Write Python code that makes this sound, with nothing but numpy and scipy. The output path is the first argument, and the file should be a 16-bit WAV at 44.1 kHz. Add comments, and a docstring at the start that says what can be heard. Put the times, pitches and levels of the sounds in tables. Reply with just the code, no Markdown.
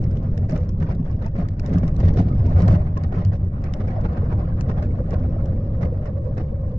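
"""A ride on a small utility vehicle along a snowy farm track. From the start the ground shakes its body
into a rumble, the gears whine, the tyres hiss, fittings rattle and bits of ice tick on a panel.
Within a second the tyres crunch through crusted snow, loose parts knock and the first ruts jolt it.
After about 2 s the ground is at its roughest, so the body booms most, and ice brightens the crunches.
Around 4 s the faded whine returns and grit hisses under thin snow; near the end the track smooths out."""
import sys
import numpy as np
from scipy import signal
from scipy.fft import rfft, irfft, next_fast_len
from scipy.io import wavfile
from scipy.ndimage import uniform_filter1d, map_coordinates

SR = 44100
rng = np.random.default_rng(int(sys.argv[2]) if len(sys.argv) > 2 else 0)


def master(y):
    """Save y as 16-bit WAV."""
    cut = np.clip(np.atleast_2d(y).T, -1, 1)
    pcm = np.round(cut * 32767)  # scale
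    wavfile.write(sys.argv[1], SR, pcm.astype(np.int16))


N = 298998


def amp(db):
    """Turn decibels into a number to multiply a sound by."""
    return np.exp(np.asarray(db) * np.log(10) / 20)


def unit(x):
    """Scale a signal to an average strength (rms) of 1."""
    return x / np.sqrt(np.mean(x ** 2) + 1e-20)


def along(points, hz):
    """Read a (frequency, value) table at hz, spacing the octaves evenly."""
    f, v = np.transpose(points)
    return np.interp(np.log(hz + 1), np.log(f + 1), v)


def curve(rows):
    """Join (time, value) points with straight lines, one value per sample."""
    return np.interp(np.arange(N) / SR, *np.transpose(rows))


def wobble(rate):
    """A smooth curve through rate random values a second."""
    return map_coordinates(rng.standard_normal(int(N * rate / SR) + 4), [np.arange(N) * rate / SR])


def stretch(middle_s, half_width_s):
    """Rise from 0 to 1 and fall again as a patch of ground passes under the wheels."""
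    return np.exp(-((np.arange(N) / SR - middle_s) / half_width_s) ** 2)


def filtered(x, response):
    """Turn each frequency of x up or down by response(frequency)."""
    size = next_fast_len(N + SR // 2)
    return irfft(rfft(x, size) * response(np.fft.rfftfreq(size, 1 / SR)), size)[..., :N]


def add(track, s, sound):
    """Mix a short sound into the track at s seconds."""
    start = max(round(s * SR), 0)
    room = track[:, start:start + sound.shape[-1]]
    room += sound[..., :room.shape[-1]]


# How unlike left and right are: (frequency [Hz], unshared part against shared part [dB])
STEREO_WIDTH = [(90, -67.5), (190, -58.5), (330, -24.5), (550, -9), (900, 3.5), (2000, 0.84), (6000, -0.5)]
def stereo(pair, spectrum):
    """Shape two noises and mix them to left and right: alike in the bass, unrelated in the treble."""
    colour = lambda hz: amp(along(spectrum, hz)) / (1 + (hz / spectrum[-1][0]) ** 4)
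    angle = lambda hz: np.arctan(amp(along(STEREO_WIDTH, hz)))
    mid, side = filtered(pair, lambda hz: colour(hz) * [np.cos(angle(hz)), np.sin(angle(hz))])
    return unit(np.array([mid + side, mid - side]))


def shaking(spectrum, span_s):
    """Random shaking whose strength is evened out over span_s seconds."""
    noise = stereo(rng.standard_normal((2, N)), spectrum)
    size = int(span_s * SR / 2) + 1
    power = uniform_filter1d(uniform_filter1d(noise[0] ** 2, size), size)
    return noise / np.sqrt(np.abs(power) + 1e-6)


# How bumpy the ground is: (time [s], roughness [dB])
ROUGHNESS = [(0, 0.5), (0.7, -1.5), (1.55, -3.5), (1.75, 0), (2.1, 3.5), (2.7, 3.5), (2.95, -2.5),
             (3.55, -4), (4.3, 0), (4.9, -1), (5.4, 0), (6.1, -4), (6.75, -3.5)]
# The tone of the shaking frame, cab and panels, each: (frequency [Hz], level [dB])
FRAME_RUMBLE = [(12, -25.5), (24, -0.5), (38, 24), (52, -11), (130, -52.5)]
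CAB_DRONE = [(40, -8), (52, -9.5), (66, -3), (82, -5.5), (94, -1), (108, -6.5), (135, -10.5), (300, -96.5)]
PANEL_BOOM = [(80, -48), (120, -5), (150, 1.5), (185, -5), (240, -9), (290, -16.5), (400, -21),
              (600, -28.5), (1200, -84.5)]
def body(crunch_boom_db=9):
    """Rough ground shakes the frame, cab and panels; the panels also boom at each crunch."""
    rough_db = curve(ROUGHNESS)
    rumble = amp(-40.5 + 0.6 * rough_db) * shaking(FRAME_RUMBLE, span_s=0.83)
    drone = amp(-20.5 + 0.91 * rough_db) * shaking(CAB_DRONE, span_s=0.49)
    boom_strength = np.hypot(amp(-27.5 + 1.11 * rough_db), amp(crunch_boom_db) * swells(CRUST_BREAKS))
    return rumble + drone + boom_strength * shaking(PANEL_BOOM, span_s=0.13)


# How loud the gears are: (time [s], level [dB])
WHINE_LEVEL = [(0, -45), (3.3, -66), (4.1, -41.5), (6.7, -37)]
def gear_whine(pitch_hz=524, level_db=-4, octave_db=-21, flutter_db=4.5):
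    """The gears sing a note and its octave; slack between the teeth and bumps make it unsteady."""
    speed = 1 + .025 * wobble(28) + .085 * wobble(190)
    phase = 2 * np.pi * np.cumsum(pitch_hz * speed) / SR
    flutter = flutter_db * np.array([wobble(30), wobble(30)])
    strength = amp(curve(WHINE_LEVEL) + level_db + flutter)
    return strength * np.sqrt(2) * (np.sin(phase) + amp(octave_db) * np.sin(2 * phase))


# How loud the rolling tyres are: (time [s], level [dB])
ROLL_LEVEL = [(0, -53.5), (0.6, -54), (1.2, -58), (2.7, -44.5), (3.42, -58.5), (3.8, -46), (4.4, -47.5),
              (5.4, -49.5), (6.2, -53), (6.7, -54)]
# The tone of tyres on packed snow: (frequency [Hz], level [dB])
SNOW_HISS = [(200, -13), (400, -11.5), (540, 3), (700, -0.5), (900, -5), (1150, -10), (1500, -15),
             (1850, -15.5), (3300, -33), (5300, -37), (8000, -46.5)]
def rolling(level_db=5, lumps_db=3.0):
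    """The tyres pack the snow with a lumpy hiss and grind over a patch of grit."""
    snow = amp(curve(ROLL_LEVEL) + level_db) * stereo(rng.standard_normal((2, N)), SNOW_HISS)
    return (snow + grit()) * amp(lumps_db * wobble(45))


def rattle(count, low_hz, high_hz, db_per_octave, cycles, level_db, scatter_db=6.5):
    """Loose fittings chatter at random pitches, harder when the tyres roll and crunch harder."""
    force = np.hypot(amp(curve(ROLL_LEVEL)), swells(CRUST_BREAKS))
    when, pitch = rng.random((count, 2)).T
    hz = low_hz * (high_hz / low_hz) ** pitch
    db = 20 * np.log10(force[(when * N).astype(int)]) + db_per_octave * np.log2(hz / low_hz)
    db += scatter_db * np.clip(rng.standard_normal(count), -2, 2)
    return rings(np.column_stack([when * N / SR, db + level_db, hz]), cycles)


def rings(rows, cycles):
    """Each (time, level, pitch) note builds over a few cycles and dies; high ones differ left to right."""
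    track, t = np.zeros((2, N)), np.arange(SR // 6) / SR
    for (s, db, hz), (phase, side) in zip(rows, rng.uniform(-np.pi, np.pi, (len(rows), 2))):
        age = t[t < 8 * cycles / hz] * hz / cycles  # 1 at the loudest moment
        lag = np.sign(side) * 2 * np.arctan(amp(along(STEREO_WIDTH, hz)))
        tone = np.sin(2 * np.pi * cycles * age + phase + np.array([[0], [lag]]))
        add(track, s - cycles / hz, amp(db) * (age * np.exp(1 - age)) ** 2 * tone)
    return track


def ice_chips(count=210, quiet_db=-54, in_crunch_db=-3, spread_db=11, fade_db_per_s=1.2):
    """Small chips patter on a panel, harder in each crunch, weaker as the track smooths out."""
    when, size = rng.random((count, 2)).T
    force = np.hypot(amp(quiet_db), amp(in_crunch_db) * swells(CRUST_BREAKS))
    s = when * N / SR
    db = 20 * np.log10(force[(when * N).astype(int)]) + spread_db * (size - .5) - fade_db_per_s * s
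    return panel(zip(s, db), scatter_db=6.5)


def resonance(f, hz, width_hz):
    """How something that rings at hz answers each frequency f."""
    return 1j * f * width_hz / (hz * hz - f * f + 1j * f * width_hz)


# The notes a struck panel rings with: (pitch [Hz], level [dB])
PANEL_NOTES = [(1800, 12), (2700, 4), (3900, -2), (5250, 2), (6500, -8)]
def panel(hits, scatter_db, decay_s=0.02, attack_s=0.00027):
    """Each (time, level) bit of ice shatters and rings the panel; the notes vary with the spot struck."""
    track, t = np.zeros((2, N)), np.arange(SR // 10) / SR
    f = np.fft.rfftfreq(len(t), 1 / SR)
    note_hz, note_db = np.transpose(PANEL_NOTES)[..., None]
    for s, db in hits:
        hz = note_hz * (1 + 0.08 * rng.standard_normal(note_hz.shape))
        notes = resonance(f, hz, width_hz=0.15 * hz) / (1 + (f / 7500) ** 12)
        burst = rng.standard_normal((2, len(t))) * amp(-60 * t / decay_s) * (1 - np.exp(-t / attack_s))
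        mix = amp(note_db + scatter_db * rng.standard_normal(hz.shape))
        ring = irfft(rfft(burst) * (mix * notes).sum(0), len(t))
        add(track, s, amp(db) * ring / np.abs(ring).max())
    return track


# Larger bits of ice hitting the panel: (time [s], level [dB])
ICE_HITS = [(0.04, -45), (0.171, -45), (0.376, -39.5), (0.495, -42), (0.691, -42.5), (1.262, -41),
            (1.486, -41.5), (1.596, -37), (1.661, -41.5), (1.783, -40), (1.879, -41.5), (1.964, -44),
            (2.002, -40.5), (2.137, -45), (2.62, -37), (2.68, -32.5), (2.975, -40), (3.036, -42),
            (3.249, -41), (3.64, -44), (3.737, -34), (4.011, -49), (4.609, -36), (5.107, -43.5),
            (5.457, -48)]
def ice_ticks(left_db=7.5, right_db=2):
    """The larger bits strike on the left side."""
    return panel(ICE_HITS, scatter_db=2) * amp([[left_db], [right_db]])


# The tyres breaking the snow's crust: (start time [s], rise time [s], level [dB])
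CRUST_BREAKS = [(0.104, 0.015, -46.5), (0.483, 0.052, -39.5), (0.795, 0.028, -42.5), (0.864, 0.031, -39.5),
                (1.04, 0.031, -46), (1.211, 0.029, -38.5), (1.347, 0.043, -39.5), (1.634, 0.028, -42),
                (1.693, 0.039, -39), (1.826, 0.011, -35.5), (1.98, 0.019, -36.5), (2.03, .028, -34.5),
                (2.158, 0.028, -37.5), (2.448, 0.017, -40.5), (2.552, 0.044, -38), (2.669, 0.039, -35),
                (2.958, 0.012, -38), (3.032, 0.012, -41), (3.115, 0.05, -37.5), (3.315, 0.017, -39.5),
                (3.636, 0.019, -40.5), (3.797, 0.01, -38), (3.868, 0.019, -38), (4.038, 0.013, -34.5),
                (4.121, .009, -45.5), (4.166, 0.01, -39), (4.317, 0.013, -43), (4.677, 0.018, -36.5),
                (4.771, 0.013, -39.5), (4.82, 0.014, -36.5), (5.112, 0.02, -38.5), (5.808, 0.022, -36.5),
                (6.054, 0.012, -40), (6.368, 0.019, -37)]
# The tone of a crunch's dull and bright parts, each: (frequency [Hz], level [dB])
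DULL_CRUSH = [(150, -1), (300, 9.5), (600, 5), (730, 0.5), (900, -2), (1100, -4.5), (1500, -8.5),
              (2000, -9), (2800, -21), (4000, -31.5), (7000, -78)]
BRIGHT_CRACKLE = [(1200, -16), (2800, 1.5), (3800, -0.5), (5300, -0.5), (6600, -7.5), (7600, -20),
                  (9000, -25.5), (12000, -49)]
def crunches(crush_db=5.5, crackle_db=-20.5, icy_db=8, clumps_db=2.5, fizz_db=-71.5):
    """Snow crystals snap in swarms: a dull crush under the tyre and a crackle that never quite stops."""
    breaking = np.hypot(swells(CRUST_BREAKS), swells(crumbs()))
    icy_lift_db = icy_db * stretch(middle_s=2.3, half_width_s=0.33)
    fizz = amp(fizz_db + curve(ROUGHNESS))
    crackle = np.hypot(amp(crackle_db + icy_lift_db) * breaking, fizz)
    dull = amp(crush_db) * breaking * stereo(snaps(per_second=4000), DULL_CRUSH)
    bright = crackle * stereo(snaps(per_second=8700), BRIGHT_CRACKLE)
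    return (dull + bright) * amp(clumps_db * wobble(110))


def swells(rows, sharpness=1.13):
    """The strength of a run of crunches over time: each sets in quickly and lets go more slowly."""
    power = np.zeros((1, N))
    for s, rise, db in rows:
        age = np.arange(0, 5, 1 / max(rise * SR, 1))
        add(power, s, amp(db) ** 2 * (age * np.exp((1 - age * age) / 2)) ** sharpness)
    return np.sqrt(power[0])


def crumbs(count=110, rise_s=0.0092, level_db=-50.5, spread_db=7, fade_db=6):
    """Small lumps give way, weaker as the track smooths out: rows of (start time, rise time, level)."""
    when, length, size = rng.random((count, 3)).T
    s = when * N / SR
    rough_db = np.interp(s, *np.transpose(ROUGHNESS))
    db = level_db + rough_db + spread_db * (size - .5) - fade_db * when ** 2
    return zip(s, rise_s * 2 ** (2 * length - 1), db)


def snaps(per_second):
    """Snow crystals break in tiny clicks of random time and size."""
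    return unit((rng.random(N) < per_second / SR) * rng.standard_normal((2, N)))


def clatter(x, depth_db=3.0):
    """Each lump breaks with its own pitches, so brief rings come and go across the sound."""
    slices = signal.stft(x, nperseg=512)[2]  # frequency by time
    patches = rng.standard_normal(slices.shape[1:])
    patches = unit(uniform_filter1d(uniform_filter1d(patches, 3, axis=0), 3, axis=1))
    gain = unit(amp(depth_db * np.clip(patches, -2, 2)))
    return signal.istft(slices * gain, nperseg=512)[1][:, :N]


def pressed(x, below_hz=620, growth=0.23):
    """On rough ground the wheels press harder, so the low part of their sound swells."""
    low = filtered(x, lambda hz: 1 / (1 + (hz / below_hz) ** 4))
    return x + (amp(growth * curve(ROUGHNESS)) - 1) * low


# Knocks of loose parts: (time of peak [s], level [dB], pitch [Hz])
PART_KNOCKS = [(0.382, -29, 468), (2.035, -24.5, 564), (2.205, -25.5, 706), (2.688, -25.5, 1050),
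               (2.732, -23, 600), (3.987, -25.5, 605), (4.236, -26, 460), (5.006, -26, 500),
               (5.132, -31.5, 700), (5.366, -29.5, 643), (5.926, -28.5, 490)]
def knocks(cycles=3.1, buzz_db=4.0):
    """Loose parts knock and buzz against their mounts."""
    return rings(PART_KNOCKS, cycles) * amp(buzz_db * wobble(420))


# Ruts in the track: (time of peak [s], level [dB], hardness [0-1])
RUTS = [(0.534, -20, 1), (0.82, -11, 0.26), (0.941, -17.5, 0.36), (1.001, -21.5, 0.98), (1.391, -22, 0.92),
        (1.716, -21, 1), (1.762, -13.5, 0.82), (1.849, -15, 0.48), (2.06, -8, 0.35), (2.152, -17.5, 0.25),
        (2.198, -20, 1), (2.569, -12.5, 0), (2.635, -7.5, 0.25), (2.717, -11.5, 0), (2.741, -12.5, 0.53),
        (3.036, -18.5, 0), (3.189, -15, 0.45), (3.273, -13.5, 0.01), (3.444, -18, 0), (4.201, -21, 0),
        (5.841, -14.5, 0.46)]
# The body's deep notes: (pitch [Hz], level in a soft jolt [dB], level in a hard jolt [dB])
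BODY_NOTES = [(91.9, 2, -14.5), (167, -8.5, 4), (257.3, -32.5, -2.5)]
def jolts(cycles=2.908, detune=0.07):
    """Each rut makes the body ring; a harder one brings out the higher notes."""
    s, db, hardness = np.transpose(RUTS)
    flex = 1 + detune * (2 * rng.random(len(s)) - 1)
    return sum(rings(np.column_stack([s, db + soft + hardness * (hard - soft), hz * flex]), cycles)
               for hz, soft, hard in BODY_NOTES)


# The tone of loose grit: (frequency [Hz], level [dB])
GRIT_HISS = [(550, -16.5), (1050, 2), (2000, -18.5), (3500, -29)]
def grit(level_db=-49.5):
    """Grit hisses under the tyres where the snow is thin."""
    thin_snow = stretch(middle_s=4.2, half_width_s=0.78)
    return amp(level_db) * thin_snow * stereo(rng.standard_normal((2, N)), GRIT_HISS)


# The hollow notes of the cab's air and lining: (pitch [Hz], boost [dB])
CAB_NOTES = [(595, 5), (740, 4), (1075, 4.5), (1240, 3.5), (1460, 2.5), (1850, 2), (5100, 3.5)]
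def cab(x, width_hz=45, loss_db=-2.0):
    """The cab boosts its own notes in the sounds that pass through it."""
    response = lambda f: 1 + sum((amp(db) - 1) * resonance(f, hz, width_hz) for hz, db in CAB_NOTES)
    return amp(loss_db) * filtered(x, response)


def scene():
    """Everything rides along with the vehicle; tyres and rattles are heard through the cab."""
    low_rattle = rattle(count=170, low_hz=271, high_hz=1060, db_per_octave=-6.5, cycles=5.5, level_db=2.5)
    tyres = clatter(rolling() + pressed(crunches()))
    high_rattle = rattle(count=480, low_hz=480, high_hz=2600, db_per_octave=-7, cycles=6, level_db=4)
    through_cab = cab(tyres + pressed(low_rattle + high_rattle))
    return body() + jolts() + gear_whine() + through_cab + ice_ticks() + ice_chips() + knocks()


# Which side each frequency leans to: (frequency [Hz], left above right [dB])
BALANCE = [(600, 0), (1000, -1), (1400, -4.5), (2400, -1.5), (3600, 1), (5200, 3.5), (6600, 1), (8000, -4)]
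def record(dry, fade_in_s=0.004, whistle_hz=12000, whistle_db=-67, top_hz=12400):
    """Fade in, tint left and right, add a faint high whistle that follows the rumble, and cut the top."""
    fade_in = np.sin(np.pi / 2 * np.minimum(np.arange(N) / SR / fade_in_s, 1)) ** 2
    heard = filtered(dry * fade_in, lambda hz: amp(np.outer([1, -1], along(BALANCE, hz)) / 2))
    whistle = amp(whistle_db) * heard * np.cos(2 * np.pi * whistle_hz * np.arange(N) / SR)
    return filtered(heard + whistle, lambda hz: hz < top_hz)


dry = scene()
out = record(dry)
master(out)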